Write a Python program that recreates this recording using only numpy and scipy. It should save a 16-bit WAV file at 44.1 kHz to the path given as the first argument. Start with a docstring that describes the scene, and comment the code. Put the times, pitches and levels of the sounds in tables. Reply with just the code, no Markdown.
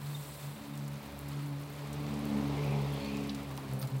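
"""Meltwater drips from icy branches: near ticks and splats over a fine patter, echoing among trees.
Each drip is a noise burst with a tail of spatter, coloured by what it lands on.
Far off an engine, probably a small propeller plane, drones past: it swells, roars and rasps,
its pitch sinks and its partials fade in and out. Behind are a few faint peeps, a steady hiss
and a bright fizz in the first half second."""
import sys
import numpy as np
from scipy import signal
from scipy.fft import rfft, irfft
from scipy.io import wavfile

SR = 44100
rng = np.random.default_rng(int(sys.argv[2]) if len(sys.argv) > 2 else 0)


def dump_mix(stems):
    """Bounce the given channels to the path in sys.argv[1] as a 16-bit WAV at rate SR."""
    frames = np.atleast_2d(stems).T  # one column per channel
    limited = np.clip(frames, -1, 1)  # hard clip at full scale
    pcm = np.round(limited * 32767).astype(np.int16)
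    wavfile.write(sys.argv[1], SR, pcm)


N = 176400
CUTOFF_HZ = 15950


def drip(db, centre_hz, octaves, decay_s, size=2048):
    """One impact: a sharp burst and the droplets it throws off, coloured by what it lands on."""
    t, hz = np.arange(size) / SR, np.fft.rfftfreq(size, 1 / SR)
    attack = 1 - np.exp(-t / max(.06 * decay_s, 1 / SR))
    splash = np.exp(-t / decay_s)
    spatter = amp(-25) * np.exp(-t / .019)
    burst = rng.standard_normal(size) * attack * (splash + spatter)
    colour = np.exp(-.5 * (np.log2((hz + 1) / centre_hz) / octaves) ** 2) * (hz < CUTOFF_HZ)
    ring = np.roll(irfft(colour), 32)[:128]
    tick = signal.fftconvolve(burst, ring)[24:size]
    tick *= amp(db) * np.sqrt(.005 * SR / np.sum(tick ** 2))  # the energy of 5 ms at this level
    pan = .18 * rng.uniform(-.7, 1) - .086  # mostly a little to the right
    return np.array([1 + pan, 1 - pan])[:, None] * tick


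# Foreground hits (time [s], level over 5 ms [dB], centre [Hz], spread [octaves], splash decay [s])
NEAR_DRIPS = [(0.775, -51, 11000, 1.1, 0.0033), (0.879, -51, 7000, 1.3, 0.0051),
              (1.191, -49, 12900, 0.74, .0008), (1.284, -52, 11000, 0.71, 0.0036),
              (1.701, -55, 14500, 0.41, .001), (1.9288, -48, 7000, 0.7, .007), (2.141, -56, 7500, .6, .001),
              (2.254, -51, 9900, 0.77, .001), (2.938, -56, 10620, 0.17, .002),
              (3.17, -51, 6500, 0.85, .002), (3.2934, -40.5, 4100, 0.31, 0.0049),
              (3.347, -47.5, 5100, 0.93, 0.0053), (3.5762, -46, 4760, 1.4, 0.00076),
              (3.577, -43, 960, 0.27, 0.015), (3.735, -50, 12000, 0.5, 0.0004),
              (3.7918, -52, 13580, 0.47, .0006), (3.797, -48, 9100, 0.089, 0.0019),
              (3.7975, -52, 13000, .3, .0006), (3.808, -50, 15000, 0.17, .0004),
              (3.8153, -45.5, 14600, 0.11, 0.001), (3.814, -49, 4330, 0.61, 0.0064),
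              (3.8242, -51, 9100, .12, .0008), (3.8276, -47, 4620, 0.22, 0.00055),
              (3.828, -48, 13000, 0.22, .0004), (3.8275, -47, 1500, .8, 0.0007),
              (3.872, -50.5, 5430, 1.3, 0.0055)]


def drips(patter_per_s=130, low_hz=3700, high_hz=14400):
    """Meltwater lands close by, over a random patter of weaker drips farther off."""
    out = np.zeros((2, N))
    for s, *hit in NEAR_DRIPS:
        add(out, s, drip(*hit))
    for when, strength, pitch, wet in rng.random((int(patter_per_s * N / SR), 4)):
        db = -66.5 - 3 * np.log(max(strength, .1))
        centre_hz = low_hz * (high_hz / low_hz) ** pitch
        add(out, when * N / SR, drip(db, centre_hz, octaves=.24 + .52 * wet, decay_s=.00035 + .0015 * wet))
    return out


def among_trees(x, echo_db=-10, t60_s=.14):
    """Trunks and ground scatter a short diffuse echo."""
    t = np.arange(SR // 2) / SR
    tail = rng.standard_normal((2, len(t))) * amp(-60 * t / t60_s)
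    tail = tail + .5 * tail[::-1]  # crossfeed narrows the echo
    tail /= np.linalg.norm(tail[0])
    return x + amp(echo_db) * signal.fftconvolve(x, tail, axes=1)[:, :N]


# Pitch curve of the engine as heard (time [s], firing rate [Hz])
FIRING_RATE = [(0, 71.98), (1.3, 71.12), (2.05, 72.72), (2.45, 71.3), (3.43, 69.66), (3.75, 66.7),
               (4, 66.7)]
# Swell of the fly-by (time [s], gain [dB])
FLYBY_SWELL = [(0, -14), (1.1, -11), (1.7, -11), (2.05, -4.5), (2.4, -1), (2.8, -5), (3.05, -3.5),
               (3.45, -7), (3.75, -6.5), (4, -9)]


def engine(waver=.00647):
    """A distant engine passes: it swells while its firing rate wavers and sinks."""
    swell = amp(curve(FLYBY_SWELL))
    firing_hz = curve(FIRING_RATE) * (1 + waver * wander(16.9))
    phase = 2 * np.pi * np.cumsum(firing_hz) / SR
    return drone(phase, swell) + roar(swell) + rasp(phase)


# Body of the drone (harmonic [number], level at full swell [dB])
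DRONE_PARTIALS = [(1, -49), (2, -40), (3, -44.5), (4, -45), (6, -54.5), (8, -52.5)]
# Surges on single partials (centre [s], length [s], harmonic [number], level [dB])
DRONE_SURGES = [(1.19, 0.4, 1, -53), (2.65, 1.1, 1, -50), (0.11, .3, 2, -39), (0.479, 0.19, 2, -41.5),
                (0.85, 0.37, 2, -39.5), (1.45, 0.56, 2, -38), (2.08, 0.86, 2, -42), (2.74, 0.64, 2, -33),
                (3.17, 0.16, 2, -44.5), (3.58, 0.28, 2, -45.5), (3.745, .12, 2, -34.5),
                (3.85, 0.076, 2, -33.5), (3.96, 0.1, 2, -32.5), (0.823, 0.85, 3, -48), (2.21, 0.42, 3, -40),
                (2.37, 0.26, 3, -35), (2.75, 0.27, 3, -40), (3.19, 0.6, 3, -43), (0.72, 0.3, 4, -54),
                (1.475, 0.65, 4, -47.5), (2.35, 0.8, 4, -41.5), (3.2, 0.7, 4, -42.5), (3.62, 0.19, 4, -48),
                (2.4, 0.13, 6, -48), (2.61, .12, 6, -46.5), (3.05, .65, 6, -49), (1.19, 0.52, 8, -59.5),
                (2.9, 1.05, 8, -54.5)]


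def drone(phase, swell, fading_per_s=6.8, scatter_rad=1.1):
    """Partials of the firing rate surge and fade separately on their way through the air."""
    t, out = np.arange(N) / SR, np.zeros(N)
    for k, db in DRONE_PARTIALS:
        fading = unit(1 + wander(fading_per_s) + 1j * wander(fading_per_s))
        level = amp(db) * swell * fading
        power = abs(level) ** 2
        for centre, length, harmonic, surge_db in DRONE_SURGES:
            if harmonic == k:
                position = np.clip((t - centre) / length, -.5, .5)
                power += (amp(surge_db) * np.cos(np.pi * position)) ** 2
        flutter = unit(amp(.7 * np.sqrt(k) * wander(18)))  # moving air shakes higher partials more
        scatter = scatter_rad * rng.standard_normal()  # reflections blur the firing pulses
        lag = level.imag / np.sqrt(power) + scatter
        out += np.sqrt(2 * power) * flutter * np.cos(k * phase + lag)
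    return out


# Low roar EQ (frequency [Hz], gain [dB])
ROAR_EQ = [(20, -16), (45, -66), (90, 3.5), (450, 0.5), (800, -2), (1100, -4.5), (1500, -14),
           (16000, -37.5)]
# Hollow rush EQ (frequency [Hz], gain [dB])
RUSH_EQ = [(20, -40), (300, -8), (420, 11.5), (570, -6.5), (780, 4), (1000, -2), (1400, -17), (16000, -75)]
# Rush envelope (time [s], level [dB])
RUSH_ENVELOPE = [(0, -81), (2.35, -57), (2.55, -45.5), (2.65, -46), (2.74, -42), (2.88, -46.5), (3.3, -60)]


def roar(swell):
    """Low noise rides the swell, and a hollow rush joins at the height of the pass."""
    return amp(-42) * swell * air_noise(ROAR_EQ) + amp(curve(RUSH_ENVELOPE)) * air_noise(RUSH_EQ)


# Rasp EQ (frequency [Hz], gain [dB])
RASP_EQ = [(20, -48), (1200, -24), (2100, 3), (3000, -1.5), (4400, -5), (8000, -19), (16000, -33)]
# Rasp envelope (time [s], level [dB])
RASP_ENVELOPE = [(0, -68), (1.6, -65.5), (2, -57.5), (2.45, -54), (2.62, -52.5), (2.84, -53), (3.05, -52),
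                 (3.4, -56), (4, -79)]
# Squeal accents (centre [s], length [s], pitch [Hz], glide [Hz], level [dB])
RASP_SQUEALS = [(2.63, .26, 2380, 350, -53.5), (2.73, .055, 2480, -300, -51), (3.0, .3, 3330, 100, -58),
                (3.04, .2, 4450, 150, -56), (3.11, .38, 2500, 100, -54)]


def rasp(phase, throb=.2, waver=.035, width_hz=210):
    """Treble noise and grainy, sliding squeals throb at the engine's firing rate."""
    sound = amp(curve(RASP_ENVELOPE)) * air_noise(RASP_EQ)
    for centre, length, hz, glide_hz, db in RASP_SQUEALS:
        position = np.clip((np.arange(N) / SR - centre) / length, -.5, .5)
        pitch_hz = (hz + glide_hz * position) * (1 + waver * wander(40))
        turn = 2 * np.pi * np.cumsum(pitch_hz) / SR
        band = wander(width_hz) * np.cos(turn) + wander(width_hz) * np.sin(turn)
        sound += amp(db) * np.cos(np.pi * position) * band
    return (1 + throb * np.cos(phase)) * sound


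# Faint peeps (centre [s], length [s], start pitch [Hz], glide [Hz], peak level [dB])
PEEP_NOTES = [(0.151, 0.018, 3680, -60, -42.5), (.43, 0.02, 3620, -400, -55), (.739, .016, 3690, 50, -55)]


def peeps():
    """Short sine notes, each with a small glide."""
    out = np.zeros(N)
    for centre, length, hz, glide_hz, db in PEEP_NOTES:
        progress = np.arange(0, 1, 1 / (length * SR))
        tone = np.sin(2 * np.pi * np.cumsum(hz + glide_hz * progress) / SR)
        add(out, centre - length / 2, amp(db) * np.sin(np.pi * progress) ** 2 * tone)
    return out


# Fizz EQ (frequency [Hz], gain [dB])
FIZZ_EQ = [(20, -46), (2000, -21), (3700, 1.5), (6300, -9), (7900, 3), (9500, -1.5), (16000, -0.5)]
# Fizz envelope (time [s], level [dB])
FIZZ_ENVELOPE = [(0, -59), (.08, -54.5), (.22, -52.5), (.43, -52.5), (.53, -57.5), (.8, -65)]


def fizz():
    """Bright noise fills the first half second, then settles to a trace."""
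    return amp(curve(FIZZ_ENVELOPE)) * air_noise(FIZZ_EQ)


# Outdoor bed EQ (frequency [Hz], gain [dB])
HISS_EQ = [(20, -29), (45, -3.5), (100, 9), (500, -4), (1000, 2.5), (1550, -3), (2400, -4), (3100, -7.5),
           (4300, -7), (5500, -15.5), (6800, -17.5), (8000, -17), (10000, -19), (16000, -17)]


def hiss(level_db=-52.5, flutter_db=1.28):
    """The steady wash of the thawing wood, with a slight flutter."""
    return amp(level_db + flutter_db * wander(29)) * air_noise(HISS_EQ)


# Stereo width of the noise layers (frequency [Hz], side relative to mid [dB])
STEREO_WIDTH = [(20, -39), (300, -19), (600, -21.5), (1100, -15.5), (2000, -12.5), (4000, -19.5),
                (16000, -15.5)]


def air_noise(eq):
    """Coloured noise of rms 1, nearly alike in both channels."""
    hz = np.fft.rfftfreq(N, 1 / SR)
    mid, side = rfft(rng.standard_normal((2, N)))
    side *= eq_gain(STEREO_WIDTH, hz)
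    return unit(irfft(np.array([mid + side, mid - side]) * eq_gain(eq, hz), N))


def wander(per_s):
    """Smooth random motion of rms 1."""
    hz = np.fft.rfftfreq(N, 1 / SR)
    return unit(irfft(rfft(rng.standard_normal(N)) * np.exp(-(hz / per_s) ** 2), N))


def amp(db):
    """Decibels to gain."""
    return 10 ** (np.asarray(db) / 20)


def unit(x):
    """Scales to rms 1."""
    return x / np.sqrt(np.mean(abs(x) ** 2) + 1e-20)


def curve(points):
    """A control curve at every sample."""
    return np.interp(np.arange(N) / SR, *np.transpose(points))


def eq_gain(points, hz):
    """Gain of an EQ curve drawn on a log-frequency axis."""
    point_hz, db = np.transpose(points)
    return amp(np.interp(np.log(hz + 1), np.log(point_hz + 1), db))


def add(mix, s, sound):
    """Mixes a sound in at time s."""
    part = mix[..., max(round(s * SR), 0):][..., :sound.shape[-1]]
    part += sound[..., :part.shape[-1]]


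def scene():
    """Drips and peeps echo among the trees, in front of the engine, hiss and fizz."""
    backdrop = engine() + hiss() + fizz()
    return among_trees(drips() + peeps()) + backdrop


def record(dry):
    """A steep low-pass trims the very top."""
    taps = signal.firwin(511, CUTOFF_HZ, window=("kaiser", 9), fs=SR)
    return signal.oaconvolve(dry, taps[None], "same")


dry = scene()
out = record(dry)
dump_mix(out)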